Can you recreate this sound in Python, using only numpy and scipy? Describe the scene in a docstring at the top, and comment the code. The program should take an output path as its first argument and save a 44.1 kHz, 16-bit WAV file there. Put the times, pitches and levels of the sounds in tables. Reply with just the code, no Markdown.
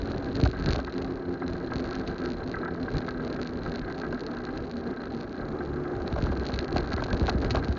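"""A camera on a bicycle coasts down a concrete street, slowing. From the start the tyres hum through
the frame, the freewheel whirrs, loose fittings chatter and the camera case ticks. In the first second,
joints and rough patches thump the bicycle and make it clatter. A scooter passes at about 3.5 s, opens
its throttle at about 5.5 s and fades ahead. From 6 s, worn concrete brings dense thumps and knocks."""
import sys
import numpy as np
from scipy.fft import rfft, irfft, next_fast_len
from scipy.io import wavfile
from scipy.ndimage import map_coordinates

SR = 44100
rng = np.random.default_rng(int(sys.argv[2]) if len(sys.argv) > 2 else 0)


def int16_out(signal):
    """Quantize to a 16-bit WAV file."""
    q = np.round(np.clip(np.atleast_2d(signal).T, -1, 1) * 32767)
    wavfile.write(sys.argv[1], SR, q.astype(np.int16))


N = 343098


def amp(db):
    """Decibels to gain."""
    return 10 ** (np.asarray(db) / 20)


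def unit(x):
    """Scale to rms 1."""
    return x / np.sqrt(np.mean(x ** 2) + 1e-20)


def spectrum_gain(points, hz):
    """Gain at hz from (freq_hz, level_db) points joined on a log axis."""
    freq_hz, level_db = np.transpose(points)
    return amp(np.interp(np.log(hz + 1), np.log(freq_hz + 1), level_db))


def curves(rows):
    """One value per sample for each column after time_s."""
    time_s, *columns = np.transpose(rows)
    return [np.interp(np.arange(N) / SR, time_s, column) for column in columns]


def wobble(rate_hz):
    """Smooth random curve, rate_hz knots a second."""
    return map_coordinates(rng.standard_normal(N // 20), [np.arange(N) * rate_hz / SR], mode="wrap")


def filtered(x, response):
    """Apply a complex frequency response."""
    size = next_fast_len(N + SR // 2)
    return irfft(rfft(x, size) * response(np.fft.rfftfreq(size, 1 / SR)), size)[:N]


def noise(response):
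    """Coloured noise, rms 1."""
    return unit(filtered(rng.standard_normal(N), response))


def body(modes, f, soft_hz):
    """Response of resonances driven through a soft contact that passes little above soft_hz."""
    resonances = sum((-1) ** k * amp(db) * 1j * f * width_hz / (hz * hz - f * f + 1j * f * width_hz)
                     for k, (hz, width_hz, db) in enumerate(modes))
    return resonances / (1 + 1.4j * f / soft_hz - (f / soft_hz) ** 2)


def ring(force, modes, soft_hz):
    """A body rung by a force, rms 1."""
    return unit(filtered(force, lambda f: body(modes, f, soft_hz)))


def contacts(rate_hz, spread_db):
    """Impulses at random moments, sizes spread evenly in dB."""
    chance, size, side = rng.random((3, N))
    return (chance < rate_hz / SR) * amp(-spread_db * size) * np.sign(side - 0.5)


def strikes(events, modes, scrape, scrape_s, soft_hz):
    """Each (start_s, peak_db) blow is an impulse and a short scrape that ring the modes."""
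    size = 2 ** 14
    t, f = np.arange(size) / SR, np.fft.rfftfreq(size, 1 / SR)
    force = scrape * rng.standard_normal((len(events), size)) * np.exp(-t / scrape_s)
    force[:, 0] += 1
    blows = irfft(rfft(force) * body(modes, f, soft_hz))
    out = np.zeros(N + 2 * size)
    for (start_s, peak_db), blow in zip(events, blows):
        out[round(start_s * SR):][:size] += amp(peak_db) * blow / np.abs(blow).max()
    return out[:N]


def harmonics(pitch_hz, spectrum, flutter_db, count):
    """Partials of a pitch curve, each fluttering on its own; rms 1."""
    phase = 2 * np.pi * np.cumsum(pitch_hz) / SR
    tone = np.zeros(N)
    for k in range(1, count + 1):
        gain = spectrum_gain(spectrum, k * pitch_hz) * amp(flutter_db * wobble(7))
        tone += gain * np.sin(k * phase + 2 * np.pi * rng.random())
    return unit(tone)


# concrete surface: time_s, waviness_db, grit_db
SURFACE = [(0, 6.5, 6.5), (0.85, -2, -1.5), (1.3, -4.5, -6.5), (1.95, 1.5, 3), (2.55, -1.5, -2),
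           (3.25, -3, 0.5), (3.5, -2.5, -1.5), (3.75, 2, 6), (4.1, -2.5, -1), (4.8, -6, -3),
           (5.15, -4.5, -0.5), (5.8, -2, -7), (6.2, 5, -2.5), (6.6, 2, 5.5), (7.25, 10.5, 7.5),
           (7.78, 6, 7.5)]
# broken patches: middle_s, length_s, extra_db
PATCHES = [(0.42, 0.14, 7), (0.708, 0.2, 11.5), (1.058, 0.18, 8), (1.52, 0.11, 8.5), (1.757, 0.056, 8.5),
           (2.086, 0.073, 5), (2.267, 0.077, 6), (2.973, 0.14, 9), (3.333, 0.27, 5), (4.583, 0.14, 7.5),
           (6.246, 0.2, 5), (6.775, 0.1, 4)]

def roughness():
    """Waviness and grit of the road; both swell over each broken patch."""
    wavy_db, grit_db = curves(SURFACE)
    t = np.arange(N) / SR
    patch_db = sum(extra_db * np.exp(-np.abs(2 * (t - middle_s) / length_s) ** 3)
                   for middle_s, length_s, extra_db in PATCHES)
    return wavy_db + patch_db, grit_db + patch_db


# tyre noise through the frame: freq_hz, density_db
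TYRE_SPECTRUM = [(30, -29.5), (110, -11), (200, -4.5), (430, -4), (520, -11), (680, -12), (730, -20.5),
                 (900, -20), (1600, -23), (1850, -30.5), (2600, -39.5), (3400, -47), (4300, -42.5),
                 (5400, -51.5), (7000, -56.5)]
# camera mount resonances: freq_hz, width_hz, gain_db
MOUNT_MODES = [(252.7, 23, 1.5), (362, 31, -1), (780.3, 21, -8.5), (1230, 80, -28)]
# low shudder of the bicycle: freq_hz, density_db
SHUDDER_SPECTRUM = [(15, -9), (30, -7), (44, 6), (56, -2.5), (70, 1), (110, 0), (180, -7), (400, -60.5)]

def rolling(wavy_db):
    """The concrete's grain hums through frame and mount; its waviness shudders the bicycle."""
    mount = lambda f: np.abs(body(MOUNT_MODES, f, soft_hz=1900))
    hum = noise(lambda f: np.hypot(spectrum_gain(TYRE_SPECTRUM, f), mount(f)))
    shudder = noise(lambda f: spectrum_gain(SHUDDER_SPECTRUM, f))
    hum_db = -35.5 + 0.26 * wavy_db + 1.73 * wobble(22)
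    shudder_db = -43 + 1.22 * wavy_db + 3 * wobble(17)
    return amp(hum_db) * hum + amp(shudder_db) * shudder


# coasting wheel: time_s, click_rate_hz, tread_db
COASTING = [(0, 35.2, -39), (2.1, 32.7, -37), (2.8, 32.6, -36.5), (3.3, 31.4, -37.5), (5.1, 29.7, -42),
            (5.5, 28.5, -37.5), (6, 26.7, -53), (7.78, 22.6, -47)]
# tread hum: freq_hz, gain_db
TREAD_SPECTRUM = [(85, -10.5), (170, -7), (245, -1), (275, 1), (320, -12.5), (350, -1.5), (430, -14.5),
                  (700, -23.5)]
# hub resonances: freq_hz, width_hz, gain_db
HUB_MODES = [(4103, 150, 0.5), (1584, 210, 2.5), (1250, 16, -0.5), (5200, 130, -16.5)]

def wheel(grit_db):
    """Wheel speed sets the tread's pitch and the rate at which the freewheel pawl rings the hub."""
    blocks_per_click, slip_s = 2.63, 0.0028
    click_hz, tread_db = curves(COASTING)
    tread_hz = blocks_per_click * click_hz * (1 + 0.0062 * wobble(20))
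    tread = harmonics(tread_hz, TREAD_SPECTRUM, flutter_db=1.5, count=8)
    tread = unit(tread * amp(2.8 * wobble(25)))  # tyre load throbs
    teeth = np.cumsum(click_hz * (1 + 0.015 * wobble(30))) / SR
    since_s = (teeth % 1) / click_hz
    slip = since_s / slip_s * np.exp(-since_s / slip_s) * amp(2 * wobble(30))  # scrape off each tooth
    pawl = ring(slip * rng.standard_normal(N), HUB_MODES, soft_hz=5230)
    return amp(tread_db) * tread + amp(-55 + 0.51 * grit_db) * pawl


# resonances of loose fittings: freq_hz, width_hz, gain_db
FITTING_MODES = [(738, 68, -6.5), (1080, 170, -10.5), (1304, 49, -0.5), (1581, 70, 0), (1674, 68, -4),
                 (1960, 120, -12), (3970, 120, -27)]
# hard clacks: start_s, relative_db
CLACKS = [(0.8764, -29), (1.4192, -29), (1.717, -27.5), (2.5388, -27.5), (2.5657, -29), (2.6306, -28.5),
          (2.6559, -29), (2.6833, -29), (2.88, -29), (2.943, -37), (3.0804, -28), (3.1955, -32),
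          (3.661, -28), (4.0334, -29), (5.6048, -30), (6.9182, -27), (6.975, -31.5), (6.9935, -30.5),
          (7.1075, -31)]

def fittings(grit_db):
    """Loose parts chatter throughout, more on gritty ground, and now and then clack hard."""
    taps = contacts(rate_hz=330, spread_db=25) * amp(2.5 * wobble(35) + 2.7 * wobble(7.4))
    chatter = ring(taps, FITTING_MODES, soft_hz=2380)
    clacks = strikes(CLACKS, FITTING_MODES, scrape=0.42, scrape_s=0.0053, soft_hz=2220)
    return amp(-48.5 + 0.26 * grit_db) * chatter + amp(3) * clacks


# camera case resonances: freq_hz, width_hz, gain_db
CASE_MODES = [(1410, 2850, -2), (2820, 870, -6), (3725, 81, -5.5), (4340, 516, 5.5), (4970, 110, -2.5),
              (5540, 1800, -8.5), (6890, 320, -19.5)]
# loudest rattles: start_s, relative_db, length_s
RATTLES = [(0.355, -29, 0.003), (0.4138, -28, 0.003), (0.437, -27, 0.003), (0.453, -29.5, 0.009),
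           (0.689, -25.5, 0.003), (0.713, -28, 0.003), (0.7327, -21.5, 0.003), (0.761, -26, 0.003),
           (0.848, -33.5, 0.003), (1.0228, -32.5, 0.003), (1.48, -31.5, 0.003), (1.953, -30, 0.003),
           (2.076, -30, 0.009), (2.259, -31, 0.003), (2.9827, -29.5, 0.003), (4.207, -33, 0.003),
           (4.2656, -31.5, 0.003), (4.452, -32, 0.003), (4.576, -31.5, 0.003), (6.0784, -27.5, 0.003),
           (6.127, -31, 0.003), (6.224, -28.5, 0.003), (6.454, -32, 0.003), (6.466, -28.5, 0.009),
           (6.5396, -28, 0.009), (6.59, -21.5, 0.003), (6.77, -24, 0.003), (6.7817, -24.5, 0.003),
           (6.933, -26, 0.003), (7.0385, -26.5, 0.009), (7.13, -24.5, 0.003), (7.2686, -26, 0.003),
           (7.295, -21, 0.009), (7.447, -26.5, 0.003), (7.507, -20, 0.021), (7.5575, -24, 0.003)]

def camera_case(grit_db):
    """The camera rocks on its mount; its case ticks after each swing and rebounds on hard hits."""
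    swing_hz, spread_db = 49.95, 20.5
    rebound_s, loss_db = 0.0031, 3.5
    swings = np.floor(np.cumsum(swing_hz * (1 + 0.25 * wobble(50))) / SR)
    stops = np.diff(swings, prepend=0) * amp(-spread_db * rng.random(N))
    light_taps = amp(-8) * contacts(rate_hz=90, spread_db=24)
    force = (stops + light_taps) * amp(3 * wobble(14))
    ticking = ring(force, CASE_MODES, soft_hz=np.inf)  # hard contact
    hits = [(start_s + k * rebound_s, db - k * loss_db)
            for start_s, db, length_s in RATTLES for k in range(int(length_s / rebound_s) + 1)]
    rattles = strikes(hits, CASE_MODES, scrape=0.09, scrape_s=0.0013, soft_hz=8000)
    return amp(-56.5 + grit_db) * ticking + amp(4.5) * rattles


# frame resonances: freq_hz, width_hz, gain_db
FRAME_MODES = [(409, 55, 5), (584, 106, 8.5), (748, 180, 5.5), (1120, 210, 0), (1440, 300, -2),
               (1596, 84, 2.5), (2320, 5000, -21.5)]

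def clatter(wavy_db):
    """Light random knocks of the frame, which stand out only on wavy ground."""
    taps = contacts(rate_hz=70, spread_db=18)
    return amp(-53 + 1.3 * wavy_db) * ring(taps, FRAME_MODES, soft_hz=3500)


# fork and tyre bounce: freq_hz, width_hz, gain_db
FORK_MODES = [(44, 29, -9.5), (65.8, 6.6, 10), (98, 37.6, 0.5), (158.3, 113, -3.5), (286, 160, -8)]
# fork jolts: start_s, relative_db
THUMPS = [(0.429, -12.5), (0.484, -22), (0.66, -21.5), (0.68, -19.5), (0.764, -25.5), (1.754, -25.5),
          (2.958, -23), (2.98, -25), (6.126, -20.5), (6.227, -16.5), (6.298, -22), (6.376, -24),
          (6.527, -23.5), (6.737, -20.5), (6.762, -19), (6.936, -22.5), (7.123, -23), (7.211, -16.5),
          (7.348, -18.5), (7.509, -22), (7.56, -21.5), (7.686, -19)]
# hard frame knocks: start_s, relative_db
KNOCKS = [(0.456, -21.5), (0.788, -22.5), (4.125, -26.5), (6.16, -23.5), (6.182, -22), (6.267, -23),
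          (6.32, -24), (6.495, -26), (6.76, -17.5), (7.021, -20), (7.28, -19.5), (7.288, -17.5),
          (7.446, -29), (7.547, -15.5), (7.567, -21)]

def bumps():
    """Joints in the concrete jolt the fork through the soft tyre and knock the frame."""
    thumps = strikes(THUMPS, FORK_MODES, scrape=0.016, scrape_s=0.029, soft_hz=450)
    knocks = strikes(KNOCKS, FRAME_MODES, scrape=0.24, scrape_s=0.0059, soft_hz=3500)
    return amp(-0.3) * thumps + amp(1) * knocks


# scooter's pass: time_s, firing_hz, note_db
SCOOTER_PASS = [(0, 80, -62), (3, 80, -54), (3.7, 80, -48), (5.3, 77, -50), (5.5, 71.5, -39),
                (5.95, 71.5, -39), (6.3, 69, -49), (7.78, 67.5, -48)]
# exhaust note: freq_hz, gain_db
EXHAUST_SPECTRUM = [(68, -4), (85, -10.5), (140, -0.5), (215, -8.5), (285, -8.5), (355, 3.5), (430, -10),
                    (640, -18.5), (790, -9.5), (900, -21.5)]
# exhaust rasp: freq_hz, density_db
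RASP_SPECTRUM = [(120, -25.5), (260, -6), (360, -0.5), (450, -4.5), (600, -14.5), (900, -25.5),
                 (1080, -13.5), (1280, -11), (1700, -27), (4000, -47.5)]

def scooter():
    """A single cylinder overtakes, opens up briefly and fades ahead; each firing adds a puff of rasp."""
    firing_hz, note_db = curves(SCOOTER_PASS)
    note = harmonics(firing_hz * (1 + 0.008 * wobble(14)), EXHAUST_SPECTRUM, flutter_db=3, count=12)
    puffs = 1 + 0.56 * np.cos(2 * np.pi * np.cumsum(firing_hz) / SR)
    rasp = unit(puffs * noise(lambda f: spectrum_gain(RASP_SPECTRUM, f)))
    return amp(note_db) * (note + amp(-2.5) * rasp)


def scene():
    """Bicycle and scooter in mono; road roughness drives the bicycle's running noise."""
    wavy_db, grit_db = roughness()
    running = rolling(wavy_db) + clatter(wavy_db) + wheel(grit_db)
    loose_parts = fittings(grit_db) + camera_case(grit_db)
    return (running + loose_parts + bumps() + scooter())[None]


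def record(dry):
    """The camera's steep band limit."""
    top_hz = 7080
    return filtered(dry[0], lambda f: 1 / np.sqrt(1 + (f / top_hz) ** 140))[None]


dry = scene()
out = record(dry)
int16_out(out)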